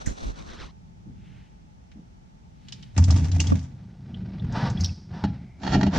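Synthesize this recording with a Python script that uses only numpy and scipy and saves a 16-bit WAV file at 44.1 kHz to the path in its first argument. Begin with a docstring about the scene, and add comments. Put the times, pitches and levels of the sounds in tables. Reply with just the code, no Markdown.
"""Oil change under a car

In a garage, sleeves rustle close by, then warm oil falls into a plastic pan.
A few drops lead, a gush slaps and drums on the pan's floor and settles into a soft stream.
Noise bands and puffs of noise make the oil, cloth and friction; ringing tones make the pan and the bubbles.
The pan is nudged, knocked and dragged over the concrete, with the quiet air of the garage behind it."""
import sys
import numpy as np
from scipy import signal
from scipy.fft import rfft, irfft, next_fast_len
from scipy.io import wavfile
from scipy.ndimage import uniform_filter1d

SR = 44100
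rng = np.random.default_rng(int(sys.argv[2]) if len(sys.argv) > 2 else 0)


def generate_wav(sig):
    """Save sig (samples, or channels by samples) to the path in sys.argv[1] as 16-bit PCM at SR."""
    pcm = np.round(np.clip(np.atleast_2d(sig).T, -1, 1) * 32767).astype(np.int16)
    wavfile.write(sys.argv[1], SR, pcm)


N = 264004
TIME = np.arange(N) / SR

# Levels in the tables are relative: the sources and the final mix scale them further.
# surges of the gush: (start [s], hold [s], drumming level [dB], spray level [dB])
SURGES = [(2.975, 0.044, -14.5, -43.5), (3.087, 0.081, -16, -39), (3.223, 0.028, -17.5, -41),
          (3.332, 0.082, -20.5, -39.5), (3.468, 0.059, -17.5, -39.5), (4.806, 0.042, -24, -44)]
# heavy gobs of oil hit the pan's floor: (time [s], level [dB])
GOBS = [(2.967, -24), (2.979, -19), (3.084, -22.5), (3.116, -21), (3.336, -30), (3.521, -18),
        (3.552, -28.5), (4.286, -37), (4.573, -19.5)]
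# notes of the pan's floor and walls: (pitch [Hz], level [dB], time to fall 60 dB [s])
PAN_MODES = [(73.3, -8, 0.82), (85.5, -3.5, 0.25), (107.3, -16, 0.37), (132.4, -8.5, 0.66),
             (164.6, -7.5, 0.47), (195.4, -0.5, 0.15), (254.6, -10.5, 0.43), (275.8, -16, 0.36),
             (358.3, -19, 0.13), (643, -7.5, 0.054)]
# flow of the settled stream: (time [s], level [dB])
FLOW = [(3.7, -39), (4.048, -41.5), (4.08, -34), (4.55, -24.5), (4.785, -22.5), (4.87, -33), (5.054, -45),
        (5.144, -27.5), (5.218, -39), (5.244, -23.5), (5.58, -52)]
# drops splat: (time [s], level [dB], centre pitch [Hz])
SPLATS = [(1.915, -49.5, 2380), (2.684, -40.5, 4170), (2.7225, -32, 4700), (2.826, -43.5, 4070),
          (2.964, -35, 1790), (2.977, -22.5, 6400), (2.979, -22, 840), (3.039, -27, 6300),
          (3.081, -38.5, 950), (3.102, -28, 750), (3.106, -23, 5540), (3.173, -34.5, 6500),
          (3.244, -40.5, 5000), (3.316, -32.5, 4530), (3.402, -17.5, 6900), (3.47, -31, 5440),
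          (3.592, -41, 5500), (3.628, -51, 7500), (4.444, -42, 806), (4.523, -42, 5860), (4.699, -34, 5900)]
# drops that trap a bubble and ring: (time [s], level [dB], base pitch [Hz])
PLINKS = [(2.683, -41.5, 3000), (2.724, -32.5, 2983), (2.83, -39, 3110), (3.399, -17, 2780),
          (3.469, -28.5, 3200), (4.143, -35.5, 3200), (4.396, -39.5, 3400), (4.773, -33.5, 3400),
          (4.891, -38.5, 2700)]
# oil squirts through the drain hole: (start [s], hold [s], level [dB], centre pitch [Hz], width [octaves])
SQUIRTS = [(4.807, 0.0069, -29, 5370, 0.6), (4.838, 0.022, -30.5, 5250, 0.27),
           (4.845, 0.0071, -26, 4320, 0.88)]
# short, smooth pushes of the pan: (start [s], hold [s], level [dB])
NUDGES = [(4.555, 0.12, -30), (5.14, 0.1, -45.5), (5.945, 0.045, -30)]
# the pan is dragged hard over grit: (start [s], hold [s], level [dB], extra drive of the rim [dB])
DRAGS = [(5.636, 0.1, -31.5, -2), (5.725, 0.031, -22, 4.5), (5.764, 0.12, -35.5, -2.5),
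         (5.951, .06, -22.5, -19)]
# the pan is bumped: (time [s], crack level [dB], boom level [dB])
KNOCKS = [(5.239, -19.5, -18.5)]
# the dragged pan catches on the ground and slips: (time [s], crack level [dB], boom level [dB])
SLIPS = [(5.634, -28, -41), (5.666, -21.5, -39), (5.676, -20.5, -36), (5.723, -20.5, -34),
         (5.742, -23.5, -22), (5.756, -26.5, -17), (5.811, -18.5, -30), (5.831, -15.5, -17.5),
         (5.866, -22, -18.5)]
# resonances of the stiff rim: (pitch [Hz], boost [dB])
RIM = [(836, 9), (1372, 10), (1850, 9), (2360, 4), (2710, 5), (2890, 10), (3210, 13), (3810, 6), (4308, 12),
       (5345, 6)]
# sleeves rub close by: (start [s], hold [s], level [dB])
RUBS = [(0.383, 0.023, -50), (0.495, 0.041, -46.5), (0.603, 0.028, -43), (0.668, 0.042, -57)]
# cloth scuffs the microphone's housing: (start [s], hold [s], scuff level [dB], rumble level [dB])
SCUFFS = [(0, 0.021, -38, -43), (0.079, 0.035, -38.5, -29), (0.177, 0.04, -42, -42),
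          (0.231, 0.074, -40, -32), (0.378, 0.041, -43.5, -40.5), (0.467, 0.085, -45.5, -40.5),
          (0.61, 0.051, -48, -40.5)]
# soft bumps of the hand: (time [s], level [dB], pulse length [s])
BUMPS = [(0.073, -11.5, 0.005), (0.116, -28, 0.0086), (0.298, -29.5, 0.013)]
# notes of the tapped housing: (pitch [Hz], level [dB], time to fall 60 dB [s])
HOUSING_MODES = [(265.6, 5, 0.085), (534, -7, 0.072), (1144, -5, 0.024)]
# dull thuds of the arm: (start [s], hold [s], level [dB], centre pitch [Hz])
THUDS = [(1.064, 0.032, -45, 203), (1.96, 0.034, -44, 201)]
# faint hisses swell and fade: (start [s], hold [s], level [dB], centre pitch [Hz], width [octaves])
HISSES = [(1.26, 0.15, -63.5, 2220, 1.17), (2.686, 0.17, -63, 2590, 1.5), (4.849, 0.017, -49, 4960, 0.28),
          (5.33, 0.29, -68, 2170, 0.19)]
# the arm stirs against the pan: (start [s], hold [s], level [dB])
STIRRING = [(.76, 0.49, -44.5), (1.06, 0.32, -40), (2.65, 0.56, -40.5)]

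# tone colours of the sources, before each is levelled: (frequency [Hz], level per Hz [dB])
GUSH_DRUM_COLOUR = [(35, -55), (65, -7), (87, -2), (112, -7.5), (185, -12.5), (220, -24), (280, -15.5),
                    (330, -32.5), (500, -38), (1000, -90.5)]
SPRAY_COLOUR = [(250, -16.5), (700, -1.5), (1200, -9.5), (2200, -12.5), (4200, -18), (6000, -11),
                (7800, -20.5), (10500, -40.5)]
STREAM_DRUM_COLOUR = [(25, -37), (50, -4), (78, -1.5), (125, 5), (150, 0), (190, 3), (280, -15.5),
                      (400, -20.5), (1000, -73)]
PATTER_COLOUR = [(250, -9.5), (700, 7), (1100, -6), (1500, -3.5), (3000, -13), (5500, -14), (8500, -64)]
SPLAT_COLOUR = [(200, -23.5), (600, 8.0), (6500, 9.5), (8200, 0.0), (10500, -22.0)]
FLAT_COLOUR = [(2000, 0)]
SLIDE_COLOUR = [(150, -10.5), (400, -2.5), (850, 9), (1150, 0.5), (1750, 0), (2200, -11.5), (5400, -11),
                (6600, -25.5), (14000, -60.5)]
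GRIT_COLOUR = [(180, -20.5), (320, 4), (500, -7.5), (750, 2.5), (1100, -9), (1700, -5.5), (2300, -13.5),
               (4800, -13.5), (7000, -18.5), (9000, -51), (14000, -70.5)]
HAND_RUMBLE_COLOUR = [(12, -7.5), (50, 8.5), (130, -9), (240, -4.5), (550, -15.5), (1200, -57.5)]
CLOTH_COLOUR = [(250, 3.5), (1100, 1.5), (2300, -3.5), (4200, -4), (6000, -12.5), (8500, -38), (10400, -50)]
HOUSING_COLOUR = [(200, -10.5), (550, 5), (1500, -2.5), (2300, -10.5), (3200, -13.5), (4000, -10),
                  (5000, -16.5), (6100, -9), (7000, -21.5), (8600, -23), (10400, -50)]
GARAGE_COLOUR = [(20, -19), (55, -0.5), (110, -8), (180, -5), (300, -19.5), (520, -26.5), (780, -21.5),
                 (870, -16), (980, -29), (2000, -35), (4400, -41), (6000, -39), (8600, -51.5), (11500, -63)]

# how alike left and right are: (frequency [Hz], correlation [-1 to 1])
OIL_LIKENESS = [(110, 0.96), (270, 0.94), (480, -0.36), (900, -0.14), (1600, 0.65), (3600, 0.62),
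                (6000, -0.27)]
PAN_LIKENESS = [(250, 1), (750, 0.21), (2400, 0.84), (6000, 0.085)]
HAND_LIKENESS = [(100, -0.063), (500, -0.89), (2000, -0.91), (3800, 0.87), (6000, 0.053)]
CLOTH_LIKENESS = [(1000, 1)]
AIR_LIKENESS = [(200, 0.34), (800, -0.85), (4000, -0.19)]
# the stereo image narrows for a while: (time [s], level of the left-right difference [dB])
WIDTH = [(3.7, -1.5), (4.5, -42), (5.0, -25), (5.65, -3)]

# A T60 is the time a sound takes to fall by 60 dB.
GOB_HARDNESS_HZ = 300
FLOOR_HZ, FLOOR_WAVER = 87.46, 0.04855  # average lowest note of the floor; typical share by which oil bends it
SPRAY_RELEASE_S = 0.14  # time to fall 20 dB: spray falls back more slowly than its surge
PATTER_DB, PATTER_FOLLOWS = -26, 0.86  # patter at a flow of 0 dB; share of the flow's swing in dB
SPLAT_OCTAVES, SPLAT_T60_S = 0.86, 0.037
SPIT_DB = -27.5  # the broadband part of every splat
FIZZ_DB, FIZZ_T60_S = -20.5, 0.16  # the faint tail of every splat
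PLINK_RISE_S, PLINK_T60_S = 0.002, 0.028
PLINK_CLIMB_PER_S, PLINK_WAVER = 2, .08  # share of the pitch gained each second; typical share of wobble
SQUIRT_CRACKLE_DB = -25  # the broadband part of every squirt
BOOM_DB, BOOM_LAG_S, BOOM_RELEASE_S = 2, 0.014, 0.27  # the walls take up friction late, let it go slowly
BOUNCE_S, BOUNCE_DB = 0.01004, -9.5  # delay of the second blow; level of a bump's second crack
TOCK_DB, TOCK_HZ, TOCK_T60_S = 1.5, 835, 0.06  # hollow note of a bump, relative to its crack
RIM_WIDTH_HZ, RIM_WIDTH_SHARE = 32, .004  # resonance width: a fixed part plus a share of its pitch
RUSTLE_ENDS_S = 0.716
SLEEVE_LAG_S, SLEEVE_ECHO = .0008, .65  # average delay and strength of the sleeve's reflection
SLEEVE_SWING, SLEEVE_SWING_HZ = .2, 5  # typical share by which the delay swings; upper limit of its speed
TAP_S, TAP_DB = 3.521, -12.5
GARAGE_DB = -49
CUTOFF_HZ = 15700  # from here up, sound is at least 70 dB down


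def from_db(db):
    """Turn decibels into a factor for loudness."""
    return 10 ** (np.asarray(db) / 20)


def rms_one(x):
    """Scale x to an average strength (rms) of 1."""
    return x / np.sqrt(np.mean(x ** 2) + 1e-20)


def gain_curve(rows, fade):
    """Turn (time, dB) rows into a gain that fades to silence outside their span."""
    seconds, db = np.transpose(rows)
    distance_inside = np.minimum(TIME - seconds[0], seconds[-1] - TIME)
    inside = np.clip(1 + distance_inside / fade, 0, 1)
    return inside * from_db(np.interp(TIME, seconds, db))


def at_hz(points, hz):
    """Read a table between its points on a log-frequency axis."""
    known, values = np.transpose(points)
    return np.interp(np.log(hz + 1), np.log(known), values)


def filtered(x, hz, kind, order=2):
    """Keep the low, high or middle band of x."""
    sections = signal.butter(order, np.clip(hz, 10, .45 * SR), kind, fs=SR, output="sos")
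    return signal.sosfilt(sections, x)


def around(x, hz, octaves, order=1):
    """Keep a band of x about a centre pitch; rms 1."""
    edges = hz * 2 ** (np.array([-.5, .5]) * octaves)
    return rms_one(filtered(x, edges, "band", order=order))


def noise():
    """Two unrelated channels of white noise."""
    return rng.standard_normal((2, N))


def colour(white, spectrum, likeness):
    """Give two unrelated white signals this spectrum and stereo likeness, with no sound ahead of time; rms 1."""
    size = 2 * next_fast_len(N // 2 + 4096)
    hz = np.arange(size // 2 + 1) * SR / size
    # folding the cepstrum forward gives a filter that only looks back in time
    cepstrum = irfft(np.log(from_db(at_hz(spectrum, hz))))
    response = np.exp(rfft(2 * cepstrum[:size // 2], size) - cepstrum[0])
    alike = np.clip(at_hz(likeness, hz), -.999, .999)
    mid, side = rfft(white, size) * response * np.sqrt([1 + alike, 1 - alike])
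    return rms_one(irfft([mid + side, mid - side])[:, :N])


def grains(per_s, spread_db, smear):
    """Tiny contacts of uneven size, each a puff of noise that dies at a rate set by smear [s]."""
    happens = rng.random(N) < per_s / SR
    sizes = happens * from_db(spread_db * np.minimum(rng.exponential(1, N), 3))
    power = signal.lfilter([1], [1, -np.exp(-1 / (smear * SR))], sizes ** 2 + 1e-12)
    return rms_one(np.sqrt(power) * noise())


def steady(x, seconds):
    """Even out swells slower than this many seconds."""
    power = uniform_filter1d(np.mean(x ** 2, axis=0), int(seconds * SR) + 1)
    return x / np.sqrt(np.abs(power) + 1e-9)


def strokes(rows, attack, release):
    """Rise, hold and fall for each (start, hold, dB); attack and release are the seconds taken for 20 dB."""
    power = 0
    for start, hold, db in rows:
        away = np.maximum(start - TIME, 0) / attack + np.maximum(TIME - start - hold, 0) / release
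        power = power + from_db(db - 20 * np.minimum(away, 10)) ** 2
    return np.sqrt(power)


def burst(start, rise, t60):
    """An envelope that rises quickly and dies away."""
    out, first = np.zeros(N), int(start * SR)
    age = TIME[:min(N - first, SR)]
    decay = from_db(-60 * np.maximum(age - rise, 0) / t60)
    out[first:first + len(age)] = np.minimum(age / rise, 1) * decay
    return out


def click(start, db):
    """A single-sample blow."""
    return from_db(db) * (np.arange(N) == round(start * SR)) + 1e-18


def ring(force, hz, t60):
    """One note of a struck object: a unit click starts a dying sine wave."""
    r, w = from_db(-60 / (t60 * SR)), 2 * np.pi * hz / SR
    return signal.lfilter([0, np.sin(w)], [1, -2 * r * np.cos(w), r * r], force)


def pan_body(force):
    """Any force sets the pan's floor and walls ringing at their own notes."""
    return sum(from_db(db) * ring(force, hz, t60) for hz, db, t60 in PAN_MODES)


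def pan_rim(x):
    """The stiff rim boosts narrow bands side by side."""
    out = 0
    for hz, db in RIM:
        r = np.exp(-np.pi * (RIM_WIDTH_HZ + RIM_WIDTH_SHARE * hz) / SR)
        poles = [1, -2 * r * np.cos(2 * np.pi * hz / SR), r * r]
        zeros = np.array([1, 0, -1]) * (1 - r * r) / 2
        out = out + from_db(db) * signal.lfilter(zeros, poles, x)
    return out


def gush():
    """Gobs and surges of oil drum on the pan and throw a fine spray; returns gobs with drumming, and spray."""
    drum = strokes([(s, hold, db) for s, hold, db, _ in SURGES], attack=0.019, release=0.12)
    spray = strokes([(s, hold, db) for s, hold, _, db in SURGES], attack=0.033, release=SPRAY_RELEASE_S)
    blows = sum(click(s, db) for s, db in GOBS)
    gobs = pan_body(filtered(blows, GOB_HARDNESS_HZ, "low", order=1))
    churn = from_db(-5.5) * steady(colour(noise(), GUSH_DRUM_COLOUR, OIL_LIKENESS), seconds=0.03)
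    # the soft weight of the oil keeps the floor's lowest note ringing
    bend = rms_one(filtered(noise()[0], 13.47, "low"))
    pitch = FLOOR_HZ * (1 + FLOOR_WAVER * bend)
    ringing = rms_one(np.sin(2 * np.pi * np.cumsum(pitch) / SR))
    droplets = colour(grains(per_s=300, spread_db=4.3, smear=0.003), SPRAY_COLOUR, OIL_LIKENESS)
    return filtered(gobs, 140, "high") + drum * (churn + ringing), spray * droplets


def stream():
    """The thick stream drums, and a light patter on the pooling oil follows its flow; returns both."""
    flow = gain_curve(FLOW, fade=0.052)
    beats = colour(grains(per_s=220, spread_db=3.0, smear=0.009), STREAM_DRUM_COLOUR, PAN_LIKENESS)
    drumming = from_db(-3.0) * flow * steady(beats, seconds=0.22)
    drops = colour(grains(per_s=380, spread_db=3.5, smear=0.0037), PATTER_COLOUR, OIL_LIKENESS)
    return drumming, from_db(PATTER_DB) * flow ** PATTER_FOLLOWS * drops


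def splats():
    """Each drop is a short spit of noise around a pitch, with a fizzing tail."""
    source, out = colour(noise(), SPLAT_COLOUR, OIL_LIKENESS), np.zeros((2, N))
    for s, db, hz in SPLATS:
        near = slice(int(s * SR), int(s * SR) + SR // 2)
        spit = source[:, near]
        band = around(spit, hz, SPLAT_OCTAVES)
        hit = (band + from_db(SPIT_DB) * spit) * burst(s, rise=0.0015, t60=SPLAT_T60_S)[near]
        fizz = from_db(FIZZ_DB) * band * burst(s, rise=0.016, t60=FIZZ_T60_S)[near]
        out[:, near] += from_db(db) * (hit + fizz)
    return out


def plinks():
    """A trapped bubble rings briefly in thick oil; its pitch wobbles and climbs as it nears the surface."""
    out, wobble = 0, PLINK_WAVER * rms_one(filtered(noise()[0], 900, "low"))
    for s, db, hz in PLINKS:
        climb = PLINK_CLIMB_PER_S * np.clip(TIME - s, 0, PLINK_T60_S)
        tone = np.sin(2 * np.pi * np.cumsum(hz * (1 + wobble + climb)) / SR)
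        out = out + from_db(db) * burst(s, rise=PLINK_RISE_S, t60=PLINK_T60_S) * tone
    return out


def squirts():
    """Short jets of tiny droplets, each hissing in a sharply bounded band over a faint broad crackle."""
    jet = colour(grains(per_s=700, spread_db=4, smear=.001), FLAT_COLOUR, OIL_LIKENESS)
    out = 0
    for s, hold, db, hz, octaves in SQUIRTS:
        hiss = around(jet, hz, octaves, order=4) + from_db(SQUIRT_CRACKLE_DB) * jet
        out = out + strokes([(s, hold, db)], attack=0.003, release=0.014) * hiss
    return out


def drag():
    """Plastic is bumped, sticks and slips on grit: rim rings, walls boom; returns boom and rasp."""
    friction = strokes([(s, hold, db) for s, hold, db, _ in DRAGS], attack=0.036, release=0.02)
    on_rim = strokes([(s, hold, db + rim_db) for s, hold, db, rim_db in DRAGS], attack=0.012, release=0.01)
    late = [(s + BOOM_LAG_S, hold, db + BOOM_DB) for s, hold, db, _ in DRAGS]
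    boom = strokes(late, attack=0.05, release=BOOM_RELEASE_S)

    cracks = sum(from_db(db) * burst(s, rise=0.00038, t60=0.03) for s, db, _ in KNOCKS + SLIPS)
    for s, db, _ in KNOCKS:  # a second, weaker crack as the pan settles
        cracks += from_db(db + BOUNCE_DB) * burst(s + BOUNCE_S, rise=0.00073, t60=0.03)
    grit = grains(per_s=1400, spread_db=-1.5, smear=0.0018)
    snaps = cracks * noise()
    contact = friction * grit + snaps
    strength = np.sqrt(np.mean(contact ** 2))
    scrape = contact + pan_rim(on_rim * grit + snaps)
    rasp = from_db(-2.0) * strength * colour(scrape, GRIT_COLOUR, PAN_LIKENESS)
    # a slip rings the hollow note half as strongly as a knock
    tocks = sum(click(s, db) for s, db, _ in KNOCKS) + .5 * sum(click(s, db) for s, db, _ in SLIPS)
    rasp += from_db(TOCK_DB) * ring(tocks, TOCK_HZ, TOCK_T60_S)

    shoves = sum(click(s, db) + click(s + BOUNCE_S, db) for s, _, db in KNOCKS + SLIPS)
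    blows = pan_body(filtered(shoves, [150, 700], "band", order=1))
    shaking = filtered(filtered(noise()[0], 460, "low"), 210, "high", order=1)
    judder = steady(pan_body(shaking)[None], seconds=0.067)
    return blows + boom * judder, rasp * from_db([[-1.8], [1.4]])  # the rasp leans right


def nudges():
    """Short, smooth pushes of the pan over concrete: many tiny contacts blur into a slide."""
    push = strokes(NUDGES, attack=0.039, release=0.05)
    slide = colour(grains(per_s=1500, spread_db=3, smear=0.012), SLIDE_COLOUR, PAN_LIKENESS)
    return from_db(1.5) * push * slide


def sweeping(x):
    """A close reflection off the moving sleeve: its changing delay sweeps peaks through the rustle."""
    swing = rms_one(filtered(noise()[0], SLEEVE_SWING_HZ, "low"))
    lag = SLEEVE_LAG_S * (1 + SLEEVE_SWING * swing)
    echo = np.array([np.interp(TIME - lag, TIME, side) for side in x])
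    return rms_one(x + SLEEVE_ECHO * echo)


def handling():
    """Cloth brushes close by, scuffs the housing and snags once while the hand rumbles and bumps."""
    rustle = strokes(RUBS, attack=0.075, release=0.059)
    scuff = strokes([(s, hold, db) for s, hold, db, _ in SCUFFS], attack=0.063, release=0.039)
    grip = strokes([(s, hold, db) for s, hold, _, db in SCUFFS], attack=0.043, release=0.05)
    brushing = colour(grains(per_s=1700, spread_db=5, smear=0.014), CLOTH_COLOUR, CLOTH_LIKENESS)
    scraping = colour(grains(per_s=1200, spread_db=3.5, smear=0.0029), HOUSING_COLOUR, HAND_LIKENESS)
    out = grip * colour(noise(), HAND_RUMBLE_COLOUR, HAND_LIKENESS)
    out += rustle * sweeping(brushing)
    out += scuff * scraping
    snag = from_db(-42.5) * around(noise()[0], hz=1750, octaves=0.59, order=2)
    snag = snag + from_db(-37.0) * around(noise(), hz=6400, octaves=0.4, order=2)
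    out += snag * burst(0.057, rise=0.0059, t60=0.2)
    for k, (s, db, length) in enumerate(BUMPS):  # shoves alternate and reach the two sides in opposite phase
        push = np.sin(np.pi * np.clip((TIME - s) / length, 0, 1)) ** 2
        out += (-1) ** k * from_db(db) * push * np.array([[.6], [-1.6]])
    return out * np.clip((RUSTLE_ENDS_S - TIME) / 0.0054, 0, 1)


def tap():
    """One tap on the microphone's housing rocks it sideways, so the two sides ring in opposite phase."""
    blow = click(TAP_S, TAP_DB)
    rocking = sum(from_db(db) * ring(blow, hz, t60) for hz, db, t60 in HOUSING_MODES)
    return rocking * np.array([[.85], [-1.1]])


def thuds():
    """The soft weight of the arm lands as a low band of noise, without any crack."""
    out = 0
    for s, hold, db, hz in THUDS:
        dull = steady(around(noise()[0], hz, octaves=0.66, order=2)[None], seconds=0.031)
        out = out + strokes([(s, hold, db)], attack=0.005, release=0.062) * dull
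    return out


def garage():
    """Still air as steady coloured noise, a few faint hisses and the arm stirring against the pan."""
    air = from_db(GARAGE_DB) * colour(noise(), GARAGE_COLOUR, AIR_LIKENESS)
    for start, hold, db, hz, octaves in HISSES:
        swell = strokes([(start, hold, db)], attack=0.17, release=.2)
        air += swell * around(noise()[0], hz, octaves, order=2)
    stir = strokes(STIRRING, attack=0.016, release=0.096)
    rubbing = steady(colour(noise(), STREAM_DRUM_COLOUR, AIR_LIKENESS), seconds=0.037)
    return air + from_db(-6.0) * stir * rubbing


def underbody(x, t60, dull_hz):
    """Dense reflections between the concrete and the car's underside, as a dying tail of dulled noise."""
    age = TIME[:SR // 2]
    tail = filtered(rng.standard_normal((2, len(age))), dull_hz, "low")
    tail = tail * from_db(-60 * age / t60) * (age > .002)
    return signal.fftconvolve(x, tail / np.sqrt(np.sum(tail ** 2) / 2), axes=1)[:, :N]


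def scene():
    """Mix all sources; the bright ones also echo in a short and a long tail under the car."""
    gobs, spray = gush()
    drumming, patter = stream()
    boom, rasp = drag()
    bright = splats() + plinks() + squirts() + spray + patter + nudges() + rasp
    near = from_db(-13.5) * underbody(bright, t60=0.04, dull_hz=8050)
    far = from_db(-20.5) * underbody(bright, t60=0.51, dull_hz=6500)
    oil_and_pan = gobs + drumming + boom + from_db(-2.5) * bright + near + far
    return oil_and_pan + handling() + tap() + thuds() + garage()


def record(dry):
    """The stereo image narrows and opens again; the highest treble is cut."""
    mid = dry.mean(axis=0)
    side_gain = from_db(np.interp(TIME, *np.transpose(WIDTH)))
    sound = mid + (dry - mid) * side_gain
    return signal.sosfilt(signal.cheby2(12, 70, CUTOFF_HZ, fs=SR, output="sos"), sound)


dry = scene()
out = record(dry)
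generate_wav(out)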